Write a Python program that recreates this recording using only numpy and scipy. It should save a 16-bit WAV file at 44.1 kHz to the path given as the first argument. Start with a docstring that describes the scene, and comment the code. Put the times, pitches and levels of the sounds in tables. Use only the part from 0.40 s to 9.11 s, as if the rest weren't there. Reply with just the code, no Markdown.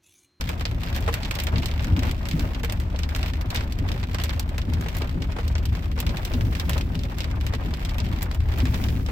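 """Sleet patters on a windscreen over engine drone and road rumble, heard inside a slow car on a dirt road.
Ice pellets ring the pane; hard ones splash into bright fragments. Tyres crunch grit, fling stones and
throw up hissing slush. Bumps shake the chassis and cabin panels boom. Wipers swish over the wet glass
about every 2.5 s. Dull cabin knocks come from loose trim and from wipers turning at the top of a stroke."""
import sys
import numpy as np
from scipy import signal
from scipy.fft import rfft, irfft, next_fast_len
from scipy.io import wavfile
from scipy.ndimage import map_coordinates

SR = 44100
rng = np.random.default_rng(int(sys.argv[2]) if len(sys.argv) > 2 else 0)


def put_to_file(sound):
    """Save the sound as 16-bit audio at rate SR, in the file named by the first command-line argument."""
    columns = np.atleast_2d(sound).T  # one column per channel
    safe = np.clip(columns, -1, 1)
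    whole_steps = np.round(safe * 32767)
    wavfile.write(sys.argv[1], SR, whole_steps.astype(np.int16))


N = 384111

# shower strength: time_s, level_db
SHOWER_LEVEL = [(0.0, -44.5), (0.39, -48.3), (0.51, -42.5), (0.87, -49), (0.96, -44), (1.53, -47.5),
                (1.68, -39), (1.77, -54.5), (1.89, -46), (2.54, -53.5), (2.87, -41), (3.02, -54.5),
                (3.14, -44), (3.38, -53.5), (3.5, -45), (3.71, -50), (3.86, -41.5), (4.1, -54.5),
                (4.61, -47), (4.7, -53.5), (5.99, -45.5), (6.11, -49.5), (6.38, -43.5), (6.44, -53),
                (6.85, -47.5), (6.94, -55.5), (7.09, -49), (7.78, -46.5), (8.02, -57.5), (8.08, -45.5),
                (8.35, -45), (8.71, -55)]
# engine: time_s, firing_hz, level_db
ENGINE_TRACK = [(0, 48.5, -32), (.8, 49, -30), (2.2, 50, -29), (3.6, 49.3, -29), (5, 48, -30),
                (6.5, 47.3, -30), (8.71, 47, -29)]
# road bumps: start_s, length_s, rumble_db, boom_db
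BUMPS = [(0.53, 0.13, -24.5, -48), (1.102, 0.08, -21.5, -30), (1.41, 0.27, -26, -31.5),
         (1.903, 0.13, -25.5, -30.5), (3.368, 0.18, -26.5, -33), (4.246, .16, -25, -33),
         (4.716, 0.089, -25.5, -30.5), (5.03, 0.3, -26.5, -55), (5.64, 0.045, -21, -30.5),
         (5.908, .2, -23, -31), (6.23, 0.38, -30.5, -35), (6.795, 0.31, -29.5, -65),
         (7.222, 0.05, -32, -30.5), (7.58, 0.17, -27, -33), (7.966, 0.12, -23, -47),
         (8.108, 0.33, -26, -33.5), (8.42, 0.18, -24, -32)]
# slush sheets: centre_s, length_s, level_db
SLUSH_SHEETS = [(2.01, 0.18, -52), (6.1, 0.71, -52), (8.42, .45, -47.5)]
# heavy pellets: start_s, level_db, pitch_hz, splash_db
PELLETS = [(0.0106, -22, 2950, -25), (0.0909, -21.5, 2040, -13.5), (0.2533, -18, 3400, -25),
           (0.4723, -27, 1640, -51), (0.5476, -28, 3960, -16), (0.6065, -43, 3660, 3),
           (0.7401, -17, 2050, -13.5), (0.8313, -23.5, 3850, -28), (0.849, -24, 3540, -29),
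           (0.9106, -18, 2030, -15.5), (0.9882, -21, 2150, -16), (1.0017, -23, 2720, -20),
           (1.0366, -28, 2300, -3), (1.0693, -19.5, 2280, -20), (1.1583, -21, 2400, -40),
           (1.231, -24.5, 2290, -36), (1.258, -20, 3560, -12), (1.3944, -26, 2360, -46),
           (1.5923, -23, 2330, -18), (1.6327, -22.5, 2160, -20), (1.9121, -22, 2380, -21),
           (2.2333, -26, 1960, -13), (2.2468, -22.5, 2140, -11), (2.2972, -25.5, 2810, -20),
           (2.3231, -24.5, 2100, -7), (2.59, -25.5, 2150, -14), (2.6332, -22, 3450, -25),
           (2.7492, -21.5, 2400, -20), (2.8295, -21.5, 2380, -23), (3.0115, -26.5, 1410, -15),
           (3.1522, -20, 1980, -33), (3.1597, -18.5, 3350, -14), (3.172, -21.5, 2620, -27),
           (3.2076, -22.5, 1610, -27), (3.488, -24.5, 1860, -25), (3.6295, -27, 2100, -30),
           (3.7454, -19.5, 1400, -21), (3.799, -24.5, 2600, -31), (3.8372, -20.5, 3720, -8.5),
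           (3.9956, -22, 4160, -6), (4.1809, -21.5, 2040, -15), (4.485, -25, 2300, -17),
           (4.5679, -28, 1610, -6), (4.5844, -36, 2330, 0), (4.6187, -23, 2450, -21),
           (4.8234, -26.5, 2450, -22), (5.1533, -21.5, 1500, -29), (5.6022, -21.5, 3020, -4.5),
           (5.666, -22.5, 2200, -18), (5.8504, -23, 3400, -10), (6.1511, -25, 2050, -19),
           (6.1978, -19, 3200, -17), (6.2946, -20.5, 2200, -6), (6.3809, -30.5, 2160, -18),
           (6.41, -23.5, 2610, -20), (6.5527, -26.5, 2580, -16), (6.8048, -21, 3600, -21),
           (6.8427, -23, 2080, -23), (7.0655, -23.5, 2290, -13), (7.1373, -24.5, 2080, -23),
           (7.5831, -24, 2040, -16), (7.665, -31, 2070, -28), (7.8278, -26.5, 1300, -1.5),
           (7.913, -25, 1320, -22), (8.184, -35, 3070, 1), (8.3427, -21.5, 1820, -25)]
# dull cabin knocks (loose trim, wipers turning): start_s, level_db
KNOCKS = [(.096, -21), (0.677, -15), (.686, -18), (1.135, -26), (2.236, -21.5), (2.252, -35), (4.46, -23.5),
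          (4.963, -24), (4.985, -20.5), (5.576, -22.5), (7.134, -23), (8.685, -22.5)]
# knock modes: pitch_hz, level_db, t60_s
KNOCK_MODES = [(463, 0, .12), (748, -9, .06), (860, -4, .05), (1066, -3, .04), (1380, -7, .03),
               (1631, -8, .03)]
# wheel jolts: start_s, level_db, pitch_hz
JOLTS = [(1.522, -7.5, 87.5), (1.575, -17.5, 263), (1.936, -14.5, 157), (3.422, -27.5, 263),
         (4.281, -24, 250), (5.949, -19, 244), (6.03, -68, 86), (8.229, -16, 254), (8.235, -14, 91)]
# cabin sound field: freq_hz, left_right_correlation
COHERENCE = [(60, .98), (130, .96), (290, .85), (640, .4), (1000, -.1), (1350, -.35), (2200, .05),
             (5000, -.05)]
# pane and cabin decay: freq_hz, t60_s
PANE_DECAY = [(500, .05), (1500, .038), (4000, .02), (12000, .012)]
CABIN_DECAY = [(300, .15), (2000, .1), (6000, .06), (15000, .045)]
# source spectra: freq_hz, gain_db
GLASS_EQ = [(200, -26.5), (450, 3), (900, 0), (1300, -2), (2200, -0.5), (3700, 0.5), (5200, 0), (6900, -4),
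            (7900, -1), (9000, -10.5), (10500, -10), (12500, -5), (15300, -2), (17000, -41)]
PATTER_EQ = [(200, -33), (500, -5), (1200, 1.5), (2200, 5.5), (3600, 1), (5000, -4), (8000, -9),
             (16000, -6)]
SPRAY_EQ = [(2000, -28), (5000, -1), (9000, -10), (15000, -1.5)]
RUMBLE_EQ = [(12, -45), (24, 5), (34, -37.5), (45, -2), (62, 4), (75, 7.5), (86, 5), (95, -1), (110, 3.5),
             (135, -15.5), (220, -49.5), (900, -120)]
BOOM_EQ = [(80, -27), (125, -5), (153, 1), (185, -2), (207, -6), (240, -3.5), (263, -4), (280, -8),
           (340, -11.5), (450, -20.5), (900, -36), (3000, -120)]
TYRE_EQ = [(150, -36.5), (350, 1), (500, 1), (800, -3.5), (1200, -9), (2500, -16), (5000, -31),
           (14000, -60)]
SWAY_EQ = [(12, -64), (24, -35), (33, 30), (42, 17), (60, 2), (400, -120)]
WIPER_EQ = [(200, -40), (600, 8), (1400, 3.5), (3000, -23), (8000, -15), (16000, -44)]
CLATTER_EQ = [(200, -15), (500, 0), (1200, -1), (2500, -7), (6000, -22), (12000, -32)]


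def amp(db):
    return 10 ** (np.asarray(db) / 20)


def unit_rms(x):
    return x / np.sqrt(np.mean(x ** 2) + 1e-20)


def log_interp(points, hz):
    """(freq_hz, value) points read on a log axis."""
    freqs_hz, values = np.transpose(points)
    return np.interp(np.log(hz + 1), np.log(freqs_hz + 1), values)


def curves(rows):
    """Per-sample curve for each column after time_s."""
    times_s, *columns = np.transpose(rows)
    return [np.interp(np.arange(N) / SR, times_s, column) for column in columns]


def wobble(rate_hz):
    """Smooth random curve."""
    knots = rng.standard_normal(int(N * rate_hz / SR) + 4)
    return map_coordinates(knots, [np.arange(N) * rate_hz / SR])


def filtered(x, gain, causal=False):
    """Apply gain(hz); causal (minimum phase) keeps attacks sharp."""
    size = x.shape[-1]
    n_fft = 2 * next_fast_len(size * 5 // 8)
    response = gain(np.fft.rfftfreq(n_fft, 1 / SR))
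    if causal:
        cepstrum = irfft(np.log(np.maximum(response, 1e-6)))
        response = np.exp(rfft(np.r_[cepstrum[0], 2 * cepstrum[1:n_fft // 2]], n_fft))
    return irfft(rfft(x, n_fft) * response, n_fft)[..., :size]


def coloured(x, eq):
    return filtered(x, lambda hz: amp(log_interp(eq, hz)), causal=True)


def diffuse(size):
    """Stereo white noise, left and right alike in the bass only."""
    def mid_side_gain(hz):
        correlation = np.clip(log_interp(COHERENCE, hz), -.99, .99)
        return np.sqrt([1 + correlation, 1 - correlation])
    mid, side = filtered(rng.standard_normal((2, size)), mid_side_gain)
    return unit_rms(np.array([mid + side, mid - side]))


def noise(eq, size=N):
    return unit_rms(coloured(diffuse(size), eq))


def add(track, start_s, sound):
    start = int(np.clip(round(start_s * SR), 0, N - 1))
    track[:, start:start + sound.shape[-1]] += sound[..., :N - start]


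def tails(decay, count, size=4096):
    """Unit-energy stereo decays, t60 set per frequency."""
    white = diffuse(count * size).reshape(2, count, size).swapaxes(0, 1)
    hz, t, bins = signal.stft(white, SR, nperseg=64)
    fade = amp(-60 * t / log_interp(decay, hz)[:, None])
    ring = signal.istft(bins * fade, SR, nperseg=64)[1][..., :size]
    return ring / np.sqrt(np.sum(ring ** 2, axis=-1, keepdims=True))


def impacts(count, snap_db, cabin_db, spread_s=.00035, contact_s=.0006, rise_s=.0004):
    """Blows across the windscreen: contact snap, short pane ring, cabin reflections."""
    ring = tails(PANE_DECAY, count)
    t = np.arange(ring.shape[-1]) / SR
    ring *= 1 - np.exp(-t / rise_s)
    snaps = rng.standard_normal((count, len(t))) * np.exp(-t / contact_s)
    snaps /= np.linalg.norm(snaps, axis=1, keepdims=True)
    # nearer side first
    lags_s = np.maximum(np.round(rng.normal(0, spread_s, (count, 1)) * [1, -1] * SR), 0) / SR
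    direct = np.array([[np.interp(t - lag_s, t, snap, left=0) for lag_s in pair]
                       for snap, pair in zip(snaps, lags_s)])
    cabin = coloured(tails(CABIN_DECAY, count), [(1500, 1.2), (4000, 1.1), (9000, 3)])
    return coloured(ring + amp(snap_db) * direct + amp(cabin_db) * cabin, GLASS_EQ)


def scatter(blows, rate_hz, range_db, max_count=6000):
    """Blows at Poisson times and random sizes, rms 1."""
    track = np.zeros((2, N))
    draws = rng.random((max_count, 3))
    times_s = np.cumsum(-np.log(1 - draws[:, 0])) / rate_hz
    for start_s, (_, size, spot) in zip(times_s[times_s < N / SR], draws):
        add(track, start_s, amp(range_db * size ** 2) * blows[int(spot * len(blows))])
    return unit_rms(track)


def pitched(blow, pitch_hz, boost_db=8):
    """Blow with a broad peak at pitch_hz, unit energy."""
    peak = lambda hz: amp(boost_db * np.exp(-np.log2((hz + 1) / pitch_hz) ** 2))
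    blow = filtered(blow, peak, causal=True)
    return blow / np.linalg.norm(blow)


def shower_swing_db():
    """Shower strength about its mean."""
    level_db, = curves(SHOWER_LEVEL)
    return level_db - level_db.mean()


def shower(patter_db=3, spray_db=-17.5):
    """Small pellets patter on glass and bonnet; wet ones burst into bright ticks."""
    level_db, = curves(SHOWER_LEVEL)
    blows = impacts(count=96, snap_db=-4, cabin_db=-1)
    patter = unit_rms(coloured(scatter(blows, rate_hz=280, range_db=20), PATTER_EQ))
    spray = unit_rms(coloured(scatter(blows, rate_hz=300, range_db=19), SPRAY_EQ))
    return amp(level_db + patter_db) * patter + amp(level_db + spray_db) * spray


def engine(uneven_db=-2, second_db=-12, waver_db=2):
    """Firing note plus orders 1.5 and 2 from uneven cylinders."""
    firing_hz, level_db = curves(ENGINE_TRACK)
    phase = 2 * np.pi * np.cumsum(firing_hz) / SR
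    uneven = amp(uneven_db + waver_db * wobble(3)) * np.sin(1.5 * phase + .5 * wobble(4))
    second = amp(second_db) * np.sin(2 * phase + .5 * wobble(5))
    return amp(level_db) * (np.sin(phase) + uneven + second)


def road(rumble_db=-29.5, boom_db=-37, sway_db=-37, attack_s=.04, release_s=.06):
    """The road shakes the chassis and drums the panels, harder at bumps; the body sways deep below."""
    t = np.arange(N) / SR
    rumble_gain, boom_gain = amp(rumble_db), amp(boom_db)
    for start_s, length_s, bump_rumble_db, bump_boom_db in BUMPS:
        push = np.clip((t - start_s) / attack_s, 0, 1)
        push *= np.exp(-np.maximum(t - start_s - length_s, 0) / release_s)
        rumble_gain = np.hypot(rumble_gain, amp(bump_rumble_db) * push)
        boom_gain = np.hypot(boom_gain, amp(bump_boom_db) * push)
    sway = amp(sway_db) * noise(SWAY_EQ)
    return rumble_gain * noise(RUMBLE_EQ) + boom_gain * noise(BOOM_EQ) + sway


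def tyres(level_db=-45.5, grit_db=5.5, clump_db=1.5, cabin_db=-10):
    """Slush and grit crunch in clumps under the tyres, coloured by cabin resonances."""
    crunch = noise(TYRE_EQ) * amp(grit_db * wobble(60) + clump_db * wobble(11))
    cabin = signal.fftconvolve(crunch, tails(CABIN_DECAY, count=1)[:, 0], axes=1)[:, :N]
    return amp(level_db + shower_swing_db() / 2) * unit_rms(crunch + amp(cabin_db) * cabin)


def slush(film_db=-68, grain_db=1.5):
    """Wet tyres sizzle faintly and throw up hissing sheets after deep ruts."""
    t = np.arange(N) / SR
    sheets = sum(amp(level_db) * np.exp(-(2 * (t - centre_s) / length_s) ** 2)
                 for centre_s, length_s, level_db in SLUSH_SHEETS)
    sizzle = unit_rms(noise(SPRAY_EQ) * amp(grain_db * wobble(140)))
    return (amp(film_db) + sheets) * sizzle


def wipers(start_s=-.83, period_s=2.46, stroke_s=.64, level_db=-53):
    """Rubber swishes over wet glass, loudest mid-stroke: up, back, rest."""
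    strokes = (np.arange(N) / SR - start_s) % period_s / stroke_s
    speed = np.abs(np.sin(np.pi * np.clip(strokes, 0, 2)))
    return amp(level_db) * speed * noise(WIPER_EQ)


def heavy_pellets(gain_db=21, splash_gain_db=14.5):
    """Each rings the pane around its own pitch; hard ones splash into bright fragments."""
    track = np.zeros((2, N))
    blows = impacts(count=len(PELLETS), snap_db=-3, cabin_db=-1)
    for (start_s, level_db, pitch_hz, splash_db), blow in zip(PELLETS, blows):
        splash_eq = [(5000, 0), (11250, splash_db + splash_gain_db)]
        add(track, start_s, amp(level_db + gain_db) * coloured(pitched(blow, pitch_hz), splash_eq))
    return track


def gravel(level_db=-46, centre_hz=1000):
    """Stones flung by the tyres knock dully on wheel arches and floor."""
    stones = scatter(impacts(count=32, snap_db=-12, cabin_db=3), rate_hz=40, range_db=9)
    arch_band = lambda hz: 1 / (1 + np.log2((hz + 1) / centre_hz) ** 4)
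    return amp(level_db + shower_swing_db() / 2) * unit_rms(filtered(stones, arch_band, causal=True))


def medium_pellets(count=70, level_db=-45.5, spread_db=1, pitch_hz=2400, splash_db=-3, follow=.73):
    """Taps on the pane at loose intervals, each with its own size, pitch and splash."""
    track = np.zeros((2, N))
    blows = impacts(count, snap_db=-3, cabin_db=-1)
    times_s = (np.arange(count) + rng.random(count)) * N / SR / count
    traits = rng.uniform(-1, 1, (count, 3)) * np.sqrt(3)  # unit variance
    for start_s, blow, (size, detune, wetness) in zip(times_s, blows, traits):
        tap = pitched(blow, pitch_hz * 2 ** (.4 * detune))
        splash_eq = [(5000, 0), (11000, splash_db + 5 * wetness)]
        add(track, start_s, amp(spread_db * size) * coloured(tap, splash_eq))
    return amp(level_db + follow * shower_swing_db()) * unit_rms(track)


def cabin_knocks(ring_db=-9.5, clatter_db=-7, clatter_t60_s=.085, rise_s=.001):
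    """Loose trim, and wipers turning at the top of their stroke: damped modes in a dull clatter."""
    track, t = np.zeros((2, N)), np.arange(SR // 4) / SR
    for start_s, level_db in KNOCKS:
        ring = np.zeros((2, len(t)))
        for pitch_hz, mode_db, t60_s in KNOCK_MODES:
            phase = 2 * np.pi * pitch_hz * rng.normal(1, .02) * t + rng.normal(0, .7, (2, 1))
            ring += amp(mode_db + rng.normal(0, 2) - 60 * t / t60_s) * np.sin(phase)
        clatter = amp(clatter_db - 60 * t / clatter_t60_s) * noise(CLATTER_EQ, len(t))
        attack = 1 - np.exp(-t / rise_s)
        add(track, start_s, amp(level_db) * attack * (amp(ring_db) * ring + clatter))
    return track


def jolts(rise_s=.0072, t60_s=.11, gain_db=5):
    """A wheel drops into a rut; a body panel booms."""
    track, t = np.zeros((2, N)), np.arange(SR // 2) / SR
    for start_s, level_db, pitch_hz in JOLTS:
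        envelope = amp(level_db + gain_db - 60 * t / t60_s) * (1 - np.exp(-t / rise_s))
        add(track, start_s, envelope * np.sin(2 * np.pi * pitch_hz * t))
    return track


def scene():
    """Sleet slightly right, body rumble slightly left, the rest centred."""
    sleet = (heavy_pellets() + medium_pellets() + shower() + slush()) * amp([[-1], [1]])
    body = (road() + engine() + jolts()) * amp([[.7], [-.7]])
    return sleet + body + tyres() + gravel() + cabin_knocks() + wipers()


def record(dry):
    """Brick-wall low-pass at 16 kHz."""
    return filtered(dry, lambda hz: 1.0 * (hz < 16000))


dry = scene()
out = record(dry)
put_to_file(out)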